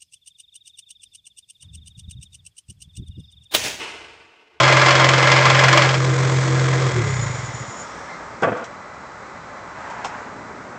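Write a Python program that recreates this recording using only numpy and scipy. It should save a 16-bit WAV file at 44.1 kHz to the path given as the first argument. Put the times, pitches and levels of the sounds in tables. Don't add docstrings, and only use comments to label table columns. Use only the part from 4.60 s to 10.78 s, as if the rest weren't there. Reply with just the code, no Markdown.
import sys
import numpy as np
from scipy import signal
from scipy.fft import rfft, irfft, next_fast_len
from scipy.io import wavfile

SR = 44100
rng = np.random.default_rng(int(sys.argv[2]) if len(sys.argv) > 2 else 0)


def file_out(sig):
    cols = np.atleast_2d(sig).T
    lim = np.clip(cols, -1, 1)
    pcm = np.round(lim * 32767).astype(np.int16)
    wavfile.write(sys.argv[1], SR, pcm)


N = 272538
TIME = np.arange(N) / SR
IDLE_STROKES_PER_S, KEY_OFF_S = 43.79, 2.28
# f/Hz, width/Hz, gain/dB
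CASING = [(345, 30, -6), (485, 35, -4), (572, 55, 0), (1052, 45, -1), (1187, 40, -3), (1366, 40, -5),
          (1652, 70, -2), (2060, 110, -3), (2290, 70, -8), (3035, 55, -7), (3295, 60, -1), (4260, 120, -6),
          (4770, 100, -8), (5000, 120, -7), (5290, 60, -7)]


def from_db(db):
    return 10 ** (np.asarray(db) / 20)


def rms_one(x):
    return x / np.sqrt(np.mean(x ** 2) + 1e-20)


def curve(rows, at_s=TIME):
    return np.interp(at_s, *np.transpose(rows))


def since(start_s):
    return np.maximum(TIME - start_s, 0)


def burst(start_s, rise_s, decay_s):
    age_s = since(start_s)
    return (1 - np.exp(-np.minimum(age_s / rise_s, 20))) * np.exp(-np.minimum(age_s / decay_s, 20))


def gate(start_s, length_s, fade_s):
    return np.clip(np.minimum(TIME - start_s, start_s + length_s - TIME) / fade_s, 0, 1)


def swell(start_s, length_s):
    return np.sin(np.pi * np.clip((TIME - start_s) / length_s, 0, 1))


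def glide(start_s, length_s, hz, hz_per_s):
    return hz + hz_per_s * np.minimum(since(start_s), length_s)


def sine(hz):
    return np.sqrt(2) * np.sin(2 * np.pi * (np.cumsum(hz) / SR + rng.random()))


def white():
    return rng.standard_normal(N)


def drift(knots_per_s):
    knots = rng.standard_normal(4096)
    return rms_one(np.interp(TIME * knots_per_s, np.arange(len(knots)), knots))


def grains(per_s, spread_db):
    hits = (rng.random(N) < per_s / SR) * rng.choice([-1, 1], N)
    return rms_one(hits * from_db(spread_db * np.clip(white(), -2, 2)))


def contact(cutoff_hz):
    lowpass = signal.butter(1, cutoff_hz, fs=SR, output="sos")
    return rms_one(signal.sosfilt(lowpass, grains(6000, 0.49)))


def colour(x, spectrum):
    size = next_fast_len(N + SR // 2, real=True)
    hz, db = np.transpose(spectrum)
    log_hz = np.log(np.fft.rfftfreq(size, 1 / SR) + 1)
    gain = rms_one(from_db(np.interp(log_hz, np.log(hz), db)))
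    cepstrum = irfft(np.log(gain), size)
    cepstrum[1:size // 2] *= 2
    cepstrum[size // 2 + 1:] = 0
    return irfft(rfft(x, size) * np.exp(rfft(cepstrum)), size)[:N]


def resonate(x, hz, width_hz):
    radius = np.exp(-np.pi * width_hz / SR)
    feedforward = np.array([1, 0, -1]) * (1 - radius ** 2) / 2
    feedback = [1, -2 * radius * np.cos(2 * np.pi * hz / SR), radius ** 2]
    return signal.lfilter(feedforward, feedback, x + 1e-18)


def body(x, modes):
    return sum(from_db(db) * resonate(x, hz, width_hz) for hz, width_hz, db in modes)


def crankshaft(friction_strokes_per_s2=22.0, drag_s=1.5):
    offset = friction_strokes_per_s2 * drag_s
    return np.maximum((IDLE_STROKES_PER_S + offset) * np.exp(-since(KEY_OFF_S) / drag_s) - offset, 0)


def exhaust(speed, strokes, creep_db_per_s=0.56, build_s=0.044, stall_speed=0.24, hot_share=0.47):
    # f/Hz, width/Hz, gain/dB
    hot_pipe = [(122.4, 37.7, -2)]
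    cool_pipe = [(117, 62, 0)]
    puffs = np.diff(np.floor(strokes), prepend=-1) * from_db(1.24 * drift(45))
    fired = puffs * (TIME < KEY_OFF_S) * from_db(45.5 + creep_db_per_s * TIME)
    pumping = (1 - np.exp(-(since(KEY_OFF_S) / build_s) ** 2)) * (speed > stall_speed)
    pumped = puffs * pumping * from_db(44) * speed ** 1.4
    rocking = resonate(resonate(pumped, hz=62, width_hz=22), hz=62, width_hz=22)
    boom = fired + hot_share * pumped
    chugs = (1 - hot_share) * pumped
    for chamber in range(3):
        boom, chugs = body(boom, hot_pipe), body(chugs, cool_pipe)
    return boom + chugs + from_db(-17) * rocking


def valves(speed, strokes, turn_depth_db=0.5, unfired_drop_db=1.4):
    # f/Hz, gain/dB
    spectrum = [(120, -52), (200, -24.5), (291, -3), (320, -6), (418, 0.5), (481, -2), (521, -4), (783, -8),
                (1050, -3), (2100, -5.5), (2880, -15.5), (3420, -11.5), (4680, -16.5), (6820, -13.5),
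                (8500, -19.5), (11000, -67), (18700, -120)]
    stroke_depth_db = 2.0 - 0.5 * (1 - speed)
    pulse_db = stroke_depth_db * np.cos(2 * np.pi * (strokes + 0.56))
    pulse_db += turn_depth_db * np.cos(np.pi * (strokes + 0.32))
    level = from_db(-23.5 - unfired_drop_db * (TIME > KEY_OFF_S) + pulse_db) * speed ** 1.5
    clatter = colour(level * grains(5000, 4.0), spectrum)
    slack = np.sqrt(np.clip(1 - speed, 0, 1))
    cover = from_db(3) * slack * resonate(clatter, hz=2060, width_hz=170)
    return 0.67 * clatter + 0.58 * body(clatter, CASING) + cover


def whine(speed, waver=0.0032, trim_db=-0.25):
    # multiple of stroke rate, level before trim/dB
    partials = [(3.72, -39), (5, -51), (6, -46), (7.44, -33.5), (8, -45.5), (8.96, -38.5), (10.77, -36),
                (11.14, -36.5), (12.43, -59), (14.86, -41), (17.02, -46), (24.0, -58.5)]
    tones = 0
    for multiple, db in partials:
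        level = from_db(db + trim_db + 2 * drift(22.1))
        tones += level * sine(multiple * IDLE_STROKES_PER_S * speed * (1 + waver * drift(24.9)))
    return tones * speed ** 10


def gearbox(first_s=0.0332, settle_s=1.25, uneven_db=1.1, fall_db_per_s=117):
    # t/s, relative level/dB
    blow_force = [(.03, -5), (.3, -2), (.44, -3), (.49, 0.5), (.6, -6.5), (.72, -1.5), (.765, -10),
                  (.81, -24), (.87, 6.5), (.945, -10), (.99, -2), (1.175, 0), (1.225, -3)]
    strays = [(.002, -4), (0.285, -2.5), (1.291, -5), (1.342, -7.5)]
    grind_level = [(.1, -14), (.6, -18.5), (.73, -15), (1.08, -17), (1.22, -16)]
    # f/Hz, gain/dB
    clack_spectrum = [(100, -31.5), (300, -12), (700, 2.5), (1200, 4), (2200, 0), (2800, 0.5), (3400, -2.5),
                      (4000, -6.5), (5500, -6), (7500, -13.5), (8500, -20.5)]
    grind_spectrum = [(150, -57.5), (250, -33), (321, -7), (432, -13.5), (580, -3.5), (692, -4),
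                      (1030, -3.5), (1700, -5.5), (1890, -6.5), (2090, -3.5), (2770, -10.5), (5150, -18.5),
                      (7330, -23), (8500, -32), (11000, -66.5), (18700, -120)]
    turns_s = np.arange(first_s, settle_s, 2 / IDLE_STROKES_PER_S)
    turns_db = curve(blow_force, turns_s) + uneven_db * rng.standard_normal(len(turns_s))
    blows = np.vstack([np.column_stack([turns_s, turns_db]), strays])
    blows_s, blows_db = blows.T
    cracks = np.bincount((blows_s * SR).astype(int), from_db(2 * blows_db + 13), N)
    scatter = sum(from_db(db - 4.2) * burst(s - 0.001, 0.00063, decay_s=0.0081) for s, db in blows)
    chatter = 0.67 + 0.57 * sum(burst(s, 0.0017, decay_s=0.045) for s in blows_s)
    grind = from_db(curve(grind_level) - fall_db_per_s * since(settle_s)) * chatter * grains(3500, 2.8)
    clacks = cracks + scatter * grains(16000, 0.95)
    force = colour(clacks, clack_spectrum) + colour(grind, grind_spectrum)
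    return 0.66 * force + body(force, CASING)


def door(thud_hz=190, rattle_hz=4500, shiver_hz=1600, rattle_lag_s=0.0067):
    # t/s, relative thud level/dB, relative rattle level/dB
    knocks = [(3.824, -13, -6.5), (3.871, -15, -18), (3.919, -17, -27)]
    # f/Hz, gain/dB
    spectrum = [(50, -32), (110, -11.5), (500, 1.5), (1500, 0.5), (1850, -5), (2600, -8), (2800, -16),
                (3400, -12.5), (3900, -27.5), (8000, -28)]
    # f/Hz, width/Hz, gain/dB
    modes = [(109, 12, -1), (162, 14, -3), (228, 30, 0), (461, 18, -2), (503, 20, 4.5), (670, 50, 0),
             (900, 25, -2), (1144, 22, 2), (1224, 22, -3), (1424, 32, 1), (1523, 28, 0), (1986, 35, -5),
             (2584, 35, -6), (3128, 35, -7)]
    thuds = sum(from_db(db) * burst(s - 0.001, 0.00065, decay_s=0.023) for s, db, _ in knocks)
    rattles = sum(from_db(db) * burst(s + rattle_lag_s, 0.002, decay_s=0.017) for s, _, db in knocks)
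    shiver = from_db(-29.5) * gate(start_s=3.94, length_s=0.105, fade_s=0.016)
    contacts = thuds * contact(thud_hz) + rattles * contact(rattle_hz) + shiver * contact(shiver_hz)
    force = 0.42 * colour(contacts, spectrum)
    return 0.59 * force + body(force, modes)


def latch():
    # t/s, level/dB, relative body level/dB, decay/s
    clicks = [(3.819, -35.5, -12, 0.021), (3.968, -41, -3, 0.015), (4.04, -34, -3, 0.014),
              (5.3, -42, 10, .02), (5.444, -28.5, 5.5, 0.022)]
    # f/Hz, gain/dB
    tick_spectrum = [(2000, -2.5), (3300, 1), (4500, -6), (5300, 1), (7500, -3), (8500, -7)]
    body_spectrum = [(300, -11), (600, 3), (750, 7), (1100, 5.5), (1600, -8), (2500, -5.5), (3500, -21.5)]
    ticks = sum(from_db(db) * burst(s, 0.002, decay_s) for s, db, _, decay_s in clicks)
    hollow = sum(from_db(db + body_db) * burst(s, 0.001, decay_s) for s, db, body_db, decay_s in clicks)
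    return colour(ticks * grains(7200, 1.6), tick_spectrum) + colour(0.94 * hollow * white(), body_spectrum)


def mounts(strokes, throb_db=4, roughness=0.0337):
    # t/s, length/s, f/Hz, level/dB
    groans = [(2.345, .085, 384, -25), (2.421, .135, 457, -35)]
    sound = 0
    for s, length_s, hz, db in groans:
        pitch_hz = glide(s, length_s, hz, hz_per_s=-480) * (1 + roughness * drift(90))
        sound += from_db(db) * swell(s, length_s) * sine(pitch_hz)
    return sound * from_db(throb_db * np.cos(2 * np.pi * strokes))


def throttle_whistle(hz=6930, width_hz=400, rise_s=0.022, decay_s=0.037, flutter_db=2.5):
    # t/s, length/s, level/dB
    spells = [(2.433, 0.43, -39.5), (2.923, 0.25, -44.5), (3.18, 0.036, -40.5)]
    whistle = rms_one(resonate(resonate(white(), hz, width_hz), hz, width_hz))
    level = sum(from_db(db) * np.minimum(since(s) / rise_s, 1) * np.exp(-since(s + length_s) / decay_s)
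                for s, length_s, db in spells)
    return level * from_db(flutter_db * drift(40)) * whistle


def intake_hiss(start_s=2.41, rise_s=0.072, hold_end_s=3.39, sag_db_per_s=6.5, fall_db_per_s=27):
    # f/Hz, gain/dB
    spectrum = [(2500, -9), (3300, -2.5), (4500, -11), (5500, 1), (7500, -9.5), (8500, -5)]
    flow_db = -37.5 - sag_db_per_s * since(start_s) - fall_db_per_s * since(hold_end_s)
    return from_db(flow_db) * np.minimum(since(start_s) / rise_s, 1) * colour(white(), spectrum)


def actuator(drive_hz=2001, roughness=0.0472):
    # t/s, length/s, f/Hz, level/dB
    squeaks = [(3.278, 0.32, 1640, -47), (3.477, 0.11, 2050, -42)]
    sound = 0
    for s, length_s, hz, db in squeaks:
        pitch_hz = glide(s, length_s, hz, hz_per_s=550) * (1 + roughness * drift(900))
        level = from_db(db + 2 * drift(71)) * swell(s, length_s)
        sound += level * (sine(pitch_hz) + from_db(-15) * sine(2 * pitch_hz))
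    tone_hz = drive_hz * (1 + 0.0024 * drift(80))
    tone_level = from_db(-53.5) * gate(start_s=3.7, length_s=2.5, fade_s=0.34)
    return sound + tone_level * (sine(tone_hz) + from_db(-13) * sine(2 * tone_hz))


def outdoors(trim_db=0.3):
    # t/s, level before trim/dB
    wash_level = [(3.6, -35.5), (4.2, -38), (5.4, -36.5), (6.18, -37.5)]
    # f/Hz, gain/dB
    wash_spectrum = [(18, -45), (30, -19), (75, -8), (229, -7), (342, -10), (511, -7), (575, -4), (711, -7),
                     (859, -4.5), (1280, -4), (1870, -12), (2060, -11.5), (2870, -26), (7200, -28),
                     (8500, -34.5), (11000, -79), (18700, -120)]
    rush_spectrum = [(300, -25.5), (600, 0), (950, 3.5), (1250, 0), (1600, 2), (2600, -11.5), (4000, -25),
                     (7500, -23), (8500, -45)]
    traffic_spectrum = [(40, -18), (80, -8), (130, -5), (250, 0), (450, -3.5), (700, -6.5), (1500, -12),
                        (3000, -38)]
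    wash = from_db(curve(wash_level) + trim_db) * colour(white(), wash_spectrum)
    rush = from_db(-36.5) * gate(start_s=5.06, length_s=0.7, fade_s=0.17) * colour(white(), rush_spectrum)
    hollow = from_db(-3) * resonate(rush, hz=900, width_hz=130)
    traffic = from_db(-42) * swell(start_s=5.33, length_s=1.2) * colour(white(), traffic_spectrum)
    return wash + rush + hollow + traffic


def scene():
    strokes_per_s = crankshaft()
    speed = strokes_per_s / IDLE_STROKES_PER_S
    strokes = np.cumsum(strokes_per_s) / SR
    engine = exhaust(speed, strokes) + valves(speed, strokes) + whine(speed) + mounts(strokes)
    car = engine + gearbox() + throttle_whistle() + intake_hiss() + actuator()
    return (car + door() + latch() + outdoors())[None]


def record(dry, ceiling=0.68, mic_low_hz=35, mic_top_hz=8300, cutoff_hz=15800):
    rounded = dry / (1 + (dry / ceiling) ** 6) ** (1 / 6)
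    rounded = signal.sosfilt(signal.butter(2, mic_low_hz, "high", fs=SR, output="sos"), rounded)
    microphone = signal.firwin(121, mic_top_hz, window=("kaiser", 7), fs=SR)
    limited = np.clip(signal.fftconvolve(rounded, microphone[None], mode="same"), -ceiling, ceiling)
    return signal.sosfilt(signal.ellip(10, 0.1, 80, cutoff_hz, fs=SR, output="sos"), limited)


dry = scene()
out = record(dry)
file_out(out)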